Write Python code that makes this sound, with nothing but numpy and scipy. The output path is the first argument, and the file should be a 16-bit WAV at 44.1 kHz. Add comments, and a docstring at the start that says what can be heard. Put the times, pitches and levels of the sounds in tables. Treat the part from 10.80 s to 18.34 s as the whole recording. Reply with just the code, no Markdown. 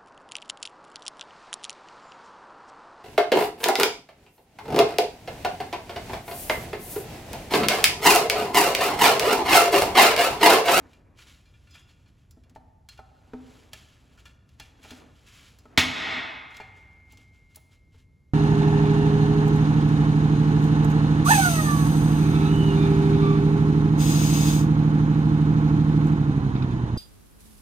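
"""Steel wire pliers, worked by gloved hands on a metal bench, tick and then give one loud snap.
Cloth rustles, hands and a spool drag, wire scrapes the jaws and things knock on the bench. Rubbing
is made from grainy noise; each hit sets a few fading tones ringing. The snap fills the large workshop
and leaves a steel part ringing, while an automatic volume control dips under it and comes back.
Far machinery rumbles below."""
import sys
import numpy as np
from scipy import signal
from scipy.fft import rfft, irfft, next_fast_len
from scipy.io import wavfile
from scipy.ndimage import uniform_filter1d, minimum_filter1d

SR = 44100
rng = np.random.default_rng(int(sys.argv[2]) if len(sys.argv) > 2 else 0)


def file_out(sig):
    """Save sig as 16-bit WAV at sys.argv[1]."""
    # one column per channel
    cols = np.atleast_2d(sig).T
    # limit, then scale
    lim = np.clip(cols, -1, 1)
    pcm = np.round(lim * 32767).astype(np.int16)
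    wavfile.write(sys.argv[1], SR, pcm)


N = 332302

# Tone colour of the rustle and hiss: (pitch [Hz], level [dB per Hz])
RUSTLE_COLOUR = [(500, -33.5), (1000, -3), (3000, 5), (5000, -2), (8000, -3.5), (12000, -10), (16000, -20)]
# Short swells of hiss: glove and wire rubbing, and the echo trailing the loud ticks:
# (start [s], level [dB], hold [s], fade [dB per s])
HISS_SWELLS = [(0.107, -76, 0.078, 254), (0.39, -55.5, 0.035, 172), (0.476, -55, 0.0099, 107),
               (0.947, -54.5, 0.01, 183), (1.075, -68.5, 0.043, 100), (1.281, -71.5, .015, 500),
               (1.381, -72, .01, 118), (2.124, -57.5, 0.01, 245), (2.936, -57, 0.05, 77),
               (3.386, -59.5, 0.0078, 280), (3.464, -63, 0.016, 204), (3.695, -74.5, 0.05, 200),
               (3.806, -57, 0.017, 160), (4.032, -54, 0.12, 147), (4.358, -66, 0.022, 60),
               (4.471, -56.5, 0.2, 133), (5.71, -63, 0.07, 140), (5.97, -64.5, 0.0081, 250),
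               (6.313, -61.5, .012, 278), (6.386, -66, 0.02, 160), (6.547, -69.5, 0.019, 220),
               (6.706, -72, .08, 195), (6.92, -64, 0.017, 354), (7.131, -70, .02, 200),
               (7.187, -66.5, 0.013, 330)]
# Cloth shifting between the swells: (time [s], level [dB])
CLOTH_LEVELS = [(0, -70.5), (0.15, -68.5), (0.26, -100), (0.55, -77), (0.9, -70), (1.2, -75.5), (1.5, -82),
                (2.07, -100), (2.25, -79), (2.53, -70), (2.79, -59.5), (2.88, -68), (3.36, -70),
                (3.62, -93), (4.02, -70.5), (4.9, -73), (6.25, -78.5), (6.85, -80.5), (7.53, -100)]
# Tone colour of dragging on the bench: (pitch [Hz], level [dB per Hz])
DRAG_COLOUR = [(88, -34.5), (150, -17), (258, 3.5), (338, -4), (653, -8), (2050, -17.5), (2500, -20.5),
               (3250, -47.5), (5500, -120)]
# Loudness of that dragging: (time [s], level [dB])
DRAG_LEVELS = [(0.0, -54.5), (0.18, -64), (0.77, -73), (1.06, -70.5), (1.47, -75.5), (1.75, -68.5),
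               (2.15, -94), (2.3, -72), (2.72, -60), (3.12, -70.5), (3.36, -65), (3.7, -75.5), (4.2, -54.5),
               (4.38, -67.5), (4.85, -67), (4.95, -56.5), (6.05, -69), (6.9, -79), (7.3, -87.5)]
# Tone colour of far machinery: (pitch [Hz], level [dB per Hz])
RUMBLE_COLOUR = [(14, -34.5), (30, -7), (65, 3.5), (104, 0), (300, -18), (760, -34), (2500, -42.5),
                 (8000, -46.5), (12000, -47.5), (16000, -63.5)]
# Ticks of the pliers: (time [s], level [dB], loudest pitch [Hz], crack above the ring [dB])
PLIER_TICKS = [(0.1321, -50.5, 2300, 1.5), (0.389, -44, 2800, -12), (0.6567, -52, 3350, -14),
               (0.7386, -51.5, 2960, -12), (0.8714, -49.5, 2600, -22), (0.9085, -46, 5230, -10),
               (0.952, -42, 2360, -18), (1.0895, -50, 3140, -51), (1.2596, -53, 3000, -21),
               (1.5092, -50.5, 7200, 0), (1.6364, -58.5, 2800, 1.5), (1.696, -70, 3650, 15),
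               (1.7504, -60.5, 3540, 6.5), (2.0878, -35.5, 4370, -3), (2.176, -47, 2680, -6),
               (2.9325, -39, 2580, 10.5), (3.355, -68, 7000, -2), (3.3762, -53, 1500, 1),
               (3.455, -38, 2600, -5.5), (3.691, -63, 2880, 7.5), (3.7987, -33.5, 2860, -0.5),
               (4.0391, -45, 2680, -3), (4.1063, -35.5, 3550, -1.5), (4.787, -50, 6186, -0.5),
               (5.7454, -42, 3500, -16), (5.7679, -47, 2420, 11.5), (5.8024, -33.5, 2685, -26),
               (6.322, -46, 7340, -6.5), (6.3726, -56.5, 3310, 9), (6.7472, -72, 3910, 22.5),
               (6.7585, -54.5, 12300, 16.5)]
# Tones the pliers ring at: (pitch [Hz], level [dB], ring time [s]); ring time is a fade of 60 dB
PLIER_TONES = [(1443.5, 0.5, 0.072), (1755, -0.5, 0.038), (2391, -5.5, 0.058), (2764, -8.5, 0.069),
               (3359, -4.5, 0.022), (4130, -12.5, 0.054), (4340, -10, .07), (5030, -12, 0.091),
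               (5900, -12.5, 0.047), (6860, -16.5, 0.033), (7300, -11, .05), (9700, -17.5, 0.09)]
# How long the workshop echoes: (pitch [Hz], ring time [s])
HALL_RING_TIMES = [(80, 0.8), (300, 1), (1000, 1.41), (2500, 1.147), (5000, 0.81), (9000, 0.53),
                   (15000, .3)]
# Wire pulled through the jaws: (start [s], level [dB], hold [s], fade [dB per s])
WIRE_SCRAPES = [(0.655, -71, .03, 200), (0.74, -77, .03, 144), (0.905, -65, .03, 100),
                (0.95, -54.5, 0.01, 126), (1.03, -72, 0.084, 95), (3.46, -71, 0.031, 112)]
# Tones the wire sets ringing: (row number in PLIER_TONES)
SCRAPED_ROWS = [3, 4, 7, 9]
# Knocks on the bench: (time [s], level [dB], loudest pitch [Hz], crack above the ring [dB])
BENCH_KNOCKS = [(1.572, -54.5, 251, -22), (1.704, -54, 263, 2), (1.76, -42, 885, -9),
                (2.1915, -39, 904, -12.5), (2.535, -29, 295, -16.5), (2.934, -48, 1360, -3),
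                (3.799, -48.5, 892, -7.5), (4.049, -44, 650, -7), (4.114, -40, 660, -2.5),
                (4.855, -45.5, 894, -11), (5.801, -39.5, 780, -14), (6.33, -57.5, 457, -16),
                (6.385, -54.5, 460, -5), (6.769, -54, 898, -4), (7.145, -46, 94, -9)]
# Tones the bench rings at: (pitch [Hz], level [dB], ring time [s])
BENCH_TONES = [(91, 0, 0.16), (140, -9.5, .06), (252.3, 0.5, 0.24), (306, -5, 0.12), (439, -1, 0.044),
               (642.8, -4.5, 0.082), (780, -6.5, 0.099), (864, 1, 0.035), (1020, -10, 0.0096),
               (1290, -5.5, 0.087), (1740, -10, 0.029)]
# Tone colour of the snap: (pitch [Hz], level [dB per Hz])
SNAP_COLOUR = [(40, -52), (90, -15.5), (170, -13), (300, -11), (490, -14), (950, -12.5), (1400, -8.5),
               (2050, -2), (2700, -2.5), (3500, -4), (5000, -12.5), (9000, -21), (16000, -29.5)]
# Steel ringing after the snap: (pitch [Hz], level [dB], ring time [s])
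STEEL_TONES = [(1430, -33.5, 0.21), (1730, -36, 0.34), (1896, -27.5, 1), (1985, -26.5, 1),
               (2680, -31.5, .8), (3340, -27.5, 1), (3330, -28, .6)]
# A freely hanging steel part: (pitch [Hz], level [dB], ring time [s])
HANGING_TONES = [(2120, -37.5, 3.9), (2264.4, -46, 3.3)]

SNAP_S, THUMP_S = 4.9753, 4.9795   # the bench takes the jolt just after the snap


def amp(db):
    """Turn decibels into a number to multiply by."""
    return 10 ** (np.asarray(db) / 20)


def rms_one(x):
    """Scale a sound so its average strength (rms) is 1."""
    return x / np.sqrt(np.mean(x ** 2) + 1e-30)


def at_hz(points, hz):
    """Look up a pitch in a table, sliding between rows by octaves."""
    pitches, values = np.transpose(points)
    return np.interp(np.log(hz), np.log(pitches), values)


def in_time(rows):
    """Turn (time, level) points into a loudness curve."""
    return amp(np.interp(np.arange(N) / SR, *np.transpose(rows)))


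def drift(per_second):
    """A curve that wanders at random around zero."""
    points = rng.standard_normal(int(N / SR * 60) + 2)
    return np.interp(np.arange(N) / SR * per_second, np.arange(len(points)), points)


def coloured(noise, colour):
    """Give noise a tone colour, at strength 1."""
    hz = np.maximum(np.fft.rfftfreq(N, 1 / SR), 1)
    return rms_one(irfft(rfft(noise) * amp(at_hz(colour, hz)), N))


def ring(push, hz, ring_s):
    """One tone of a struck object: each push starts a fading sine wave."""
    fade, step = amp(-60 / (ring_s * SR)), 2 * np.pi * hz / SR
    return signal.lfilter([0, np.sin(step)], [1, -2 * fade * np.cos(step), fade ** 2], push + 1e-18)


def ring_all(push, tones):
    """All of an object's tones ringing together."""
    return sum(amp(db) * ring(push, hz, ring_s) for hz, db, ring_s in tones)


def click_at(time_s):
    """A single sharp push."""
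    return 1. * (np.arange(N) == round(time_s * SR))


def stereo(middle, side, wide_db):
    """Left and right share one sound and differ mostly between 497 and 1500 Hz."""
    band = np.r_[signal.butter(1, 497, "high", fs=SR, output="sos"),
                 signal.butter(4, 1500, fs=SR, output="sos")]
    return middle + amp(wide_db) * signal.sosfilt(band, side) * [[1], [-1]]


def swells(rows, rise_db_s=704):
    """A loudness curve in which each swell rises fast, holds and fades."""
    t = np.arange(0, N + 32, 32) / SR
    power = 0
    for start, db, hold, fade_db_s in rows:
        before, after = np.maximum(start - t, 0), np.maximum(t - start - hold, 0)
        power += amp(db - rise_db_s * before - fade_db_s * after) ** 2
    return np.interp(np.arange(N) / SR, t, np.sqrt(power))


def friction(colour, loudness, grain_db=1.5):
    """Fibres catch and slip: two noises made of uneven grains that come in clumps."""
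    grains = amp(grain_db * rng.standard_normal(N // 64 + 1)).repeat(64)[:N]
    noise = rng.standard_normal((2, N)) * grains * amp(grain_db * drift(45))
    return coloured(noise, colour) * loudness


def rustle_and_hiss():
    """Cloth shifts and hiss swells and fades; a little of this noise rings in the pliers."""
    loudness = np.hypot(swells(HISS_SWELLS), in_time(CLOTH_LEVELS))
    hiss, side = friction(RUSTLE_COLOUR, loudness)
    zing = amp(-43) * ring_all(hiss, PLIER_TONES)
    return stereo(hiss + zing, side, wide_db=-18)


def bench_drag():
    """Hands and spool slide over the bench with a low rub."""
    return stereo(*friction(DRAG_COLOUR, in_time(DRAG_LEVELS)), wide_db=-4)


def machinery_rumble():
    """Far machines make a deep noise whose level wavers slightly."""
    loudness = amp(-57.5 + drift(11))
    middle, side = loudness * coloured(rng.standard_normal((2, N)), RUMBLE_COLOUR)
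    return stereo(middle, side, wide_db=-3.5)


def hits(events, tones, reach_octaves, rattle_s, crack_s, crack_octaves):
    """Each rough hit rings mostly the tones near its loudest pitch and adds a crack of noise there."""
    times, hit_db, loudest_hz, crack_db = np.transpose(events)
    starts, sound = np.round(times * SR).astype(int), np.zeros(N)
    chance_db = 1.5 * rng.standard_normal((len(starts), len(tones)))   # no two hits ring alike
    grit, fade = rng.standard_normal(N), amp(-60 / (rattle_s * SR))
    for k, (hz, tone_db, ring_s) in enumerate(tones):
        distance = np.abs(np.log2(hz / loudest_hz)) / reach_octaves
        clicks = np.zeros(N)
        clicks[starts] = amp(hit_db + tone_db - 4.3 * distance + chance_db[:, k])
        # The parts rattle briefly before they separate.
        rattle = grit * signal.lfilter([np.sqrt(1 - fade ** 2)], [1, -fade], clicks + 1e-18)
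        sound += ring(0.45 * clicks + rattle, hz, ring_s)
    t = np.arange(SR // 4) / SR
    for start, gain, hz in zip(starts, amp(hit_db + crack_db), loudest_hz):
        edges_hz = np.minimum([hz / 2 ** crack_octaves, hz * 2 ** crack_octaves], [SR / 4, SR / 2.2])
        band = signal.butter(1, edges_hz, "band", fs=SR)
        burst = rng.standard_normal(len(t)) * amp(-60 * t / crack_s)
        sound[start:start + len(t)] += gain * signal.lfilter(*band, burst)
    return sound


def plier_ticks():
    """Small hits make the steel pliers ring high and briefly."""
    return hits(PLIER_TICKS, PLIER_TONES, reach_octaves=0.31,
                rattle_s=0.1, crack_s=0.04, crack_octaves=1.1)


def hall_echo(sound, build_s=0.0022):
    """The workshop returns dense echoes that build up quickly and die soonest in the treble."""
    t = np.arange(2 * SR) / SR
    noises = rng.standard_normal((2, 2, len(t)))
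    edges_hz = 22 * 2 ** np.arange(0, 9.7, 0.5)   # half-octave bands
    tails = 0
    for k, (low, high) in enumerate(zip(edges_hz, edges_hz[1:])):
        band = signal.butter(2, [low, high], "band", fs=SR, output="sos")
        fade = amp(-60 * t / at_hz(HALL_RING_TIMES, np.sqrt(low * high)))
        tails += signal.sosfilt(band, noises[k % 2]) * fade   # neighbours use different noise
    tails *= 1 - np.exp(-t / build_s)
    tails /= np.sqrt(np.sum(tails[0] ** 2))
    middle, side = signal.fftconvolve(sound[None], tails, axes=1)[:, :N]
    return stereo(middle, side, wide_db=-0.5)


def wire_scrape():
    """Wire drags through the jaws, heard only as the ringing of the pliers."""
    rub = swells(WIRE_SCRAPES) * rng.standard_normal(N)
    tones = np.array(PLIER_TONES)[SCRAPED_ROWS]
    return np.std(rub) * sum(amp(db) * rms_one(ring(rub, hz, ring_s)) for hz, db, ring_s in tones)


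def bench_knocks():
    """Things bump the metal bench and set its lower tones ringing."""
    return hits(BENCH_KNOCKS, BENCH_TONES, reach_octaves=0.72,
                rattle_s=0.045, crack_s=0.072, crack_octaves=1.7)


def snap(rise_s=0.00063, fade_s=0.17, low_cut_hz=70):
    """A burst of noise dies fast, rings the steel and jolts the bench."""
    since = np.maximum(np.arange(N) / SR - SNAP_S, 0)
    loudness = (1 - np.exp(-since / rise_s)) * amp(3.5 - 60 * since / fade_s)
    burst = loudness * coloured(rng.standard_normal(N), SNAP_COLOUR)
    steel = ring_all(click_at(SNAP_S), STEEL_TONES)
    jolt = click_at(THUMP_S)
    bench = amp(-12.5) * ring_all(jolt, BENCH_TONES)
    thump = amp(1) * ring(jolt, hz=150, ring_s=0.03)
    low_cut = signal.butter(3, low_cut_hz, "high", fs=SR, output="sos")
    return signal.sosfilt(low_cut, burst + steel + bench + thump)


def hanging_steel():
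    """The snap leaves a freely hanging steel part ringing for seconds."""
    return ring_all(click_at(SNAP_S), HANGING_TONES)


def volume_control(sound, limit_db=-14.5, share=0.78, hold_s=0.15, recover_db_s=60.5):
    """Turn the volume down by a share of any level over the limit, hold it, then bring it back."""
    power = uniform_filter1d(np.mean(sound ** 2, 0), size=221)   # averaged over 5 ms
    hold = int(hold_s * SR)
    level_db = np.r_[np.full(hold, -120.), 10 * np.log10(power + 1e-12)]
    recent_peak_db = -minimum_filter1d(-level_db, size=hold)[hold // 2:hold // 2 + N]
    cut_db = share * np.maximum(recent_peak_db - limit_db, 0)
    recovery_db = recover_db_s * np.arange(N) / SR
    return sound * amp(recovery_db - np.maximum.accumulate(cut_db + recovery_db))


def shift_sides(sound, bump_hz=1310, bump_octaves=0.48, treble_hz=7000, half_turn_hz=2060):
    """The left side's waves run a little ahead near the bump and fall behind in the treble."""
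    size = next_fast_len(N + 4096)
    hz = np.fft.rfftfreq(size, 1 / SR)
    bump = 0.7 * np.exp(-0.5 * (np.log2((hz + 1) / bump_hz) / bump_octaves) ** 2)
    half_turns = np.clip((hz - treble_hz) / half_turn_hz, 0, 4)
    linger = 0.3 * np.sin(2 * np.pi * half_turns)   # the shift slows at each half turn
    lead_radians = bump - np.pi * half_turns + linger
    return irfft(rfft(sound, size) * np.exp(0.5j * lead_radians * [[1], [-1]]), size)[:, :N]


def scene():
    """Add up the sounds; only the ticks, knocks and snap echo in the hall."""
    soft_noises = rustle_and_hiss() + wire_scrape() + bench_drag()
    taps = plier_ticks() + bench_knocks()
    bang = snap()
    echoes = hall_echo(amp(-11.5) * taps + amp(-9.5) * bang)
    return soft_noises + taps + bang + hanging_steel() + echoes + machinery_rumble()


def record(dry):
    """Control the volume, shift left against right, round off peaks and cut the highest treble."""
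    shifted = shift_sides(volume_control(dry))
    rounded = 1.2 * np.tanh(shifted / 1.2)
    treble_cut = signal.cheby2(16, 70, 16800, fs=SR, output="sos")
    return signal.sosfilt(treble_cut, rounded)


dry = scene()
out = record(dry)
file_out(out)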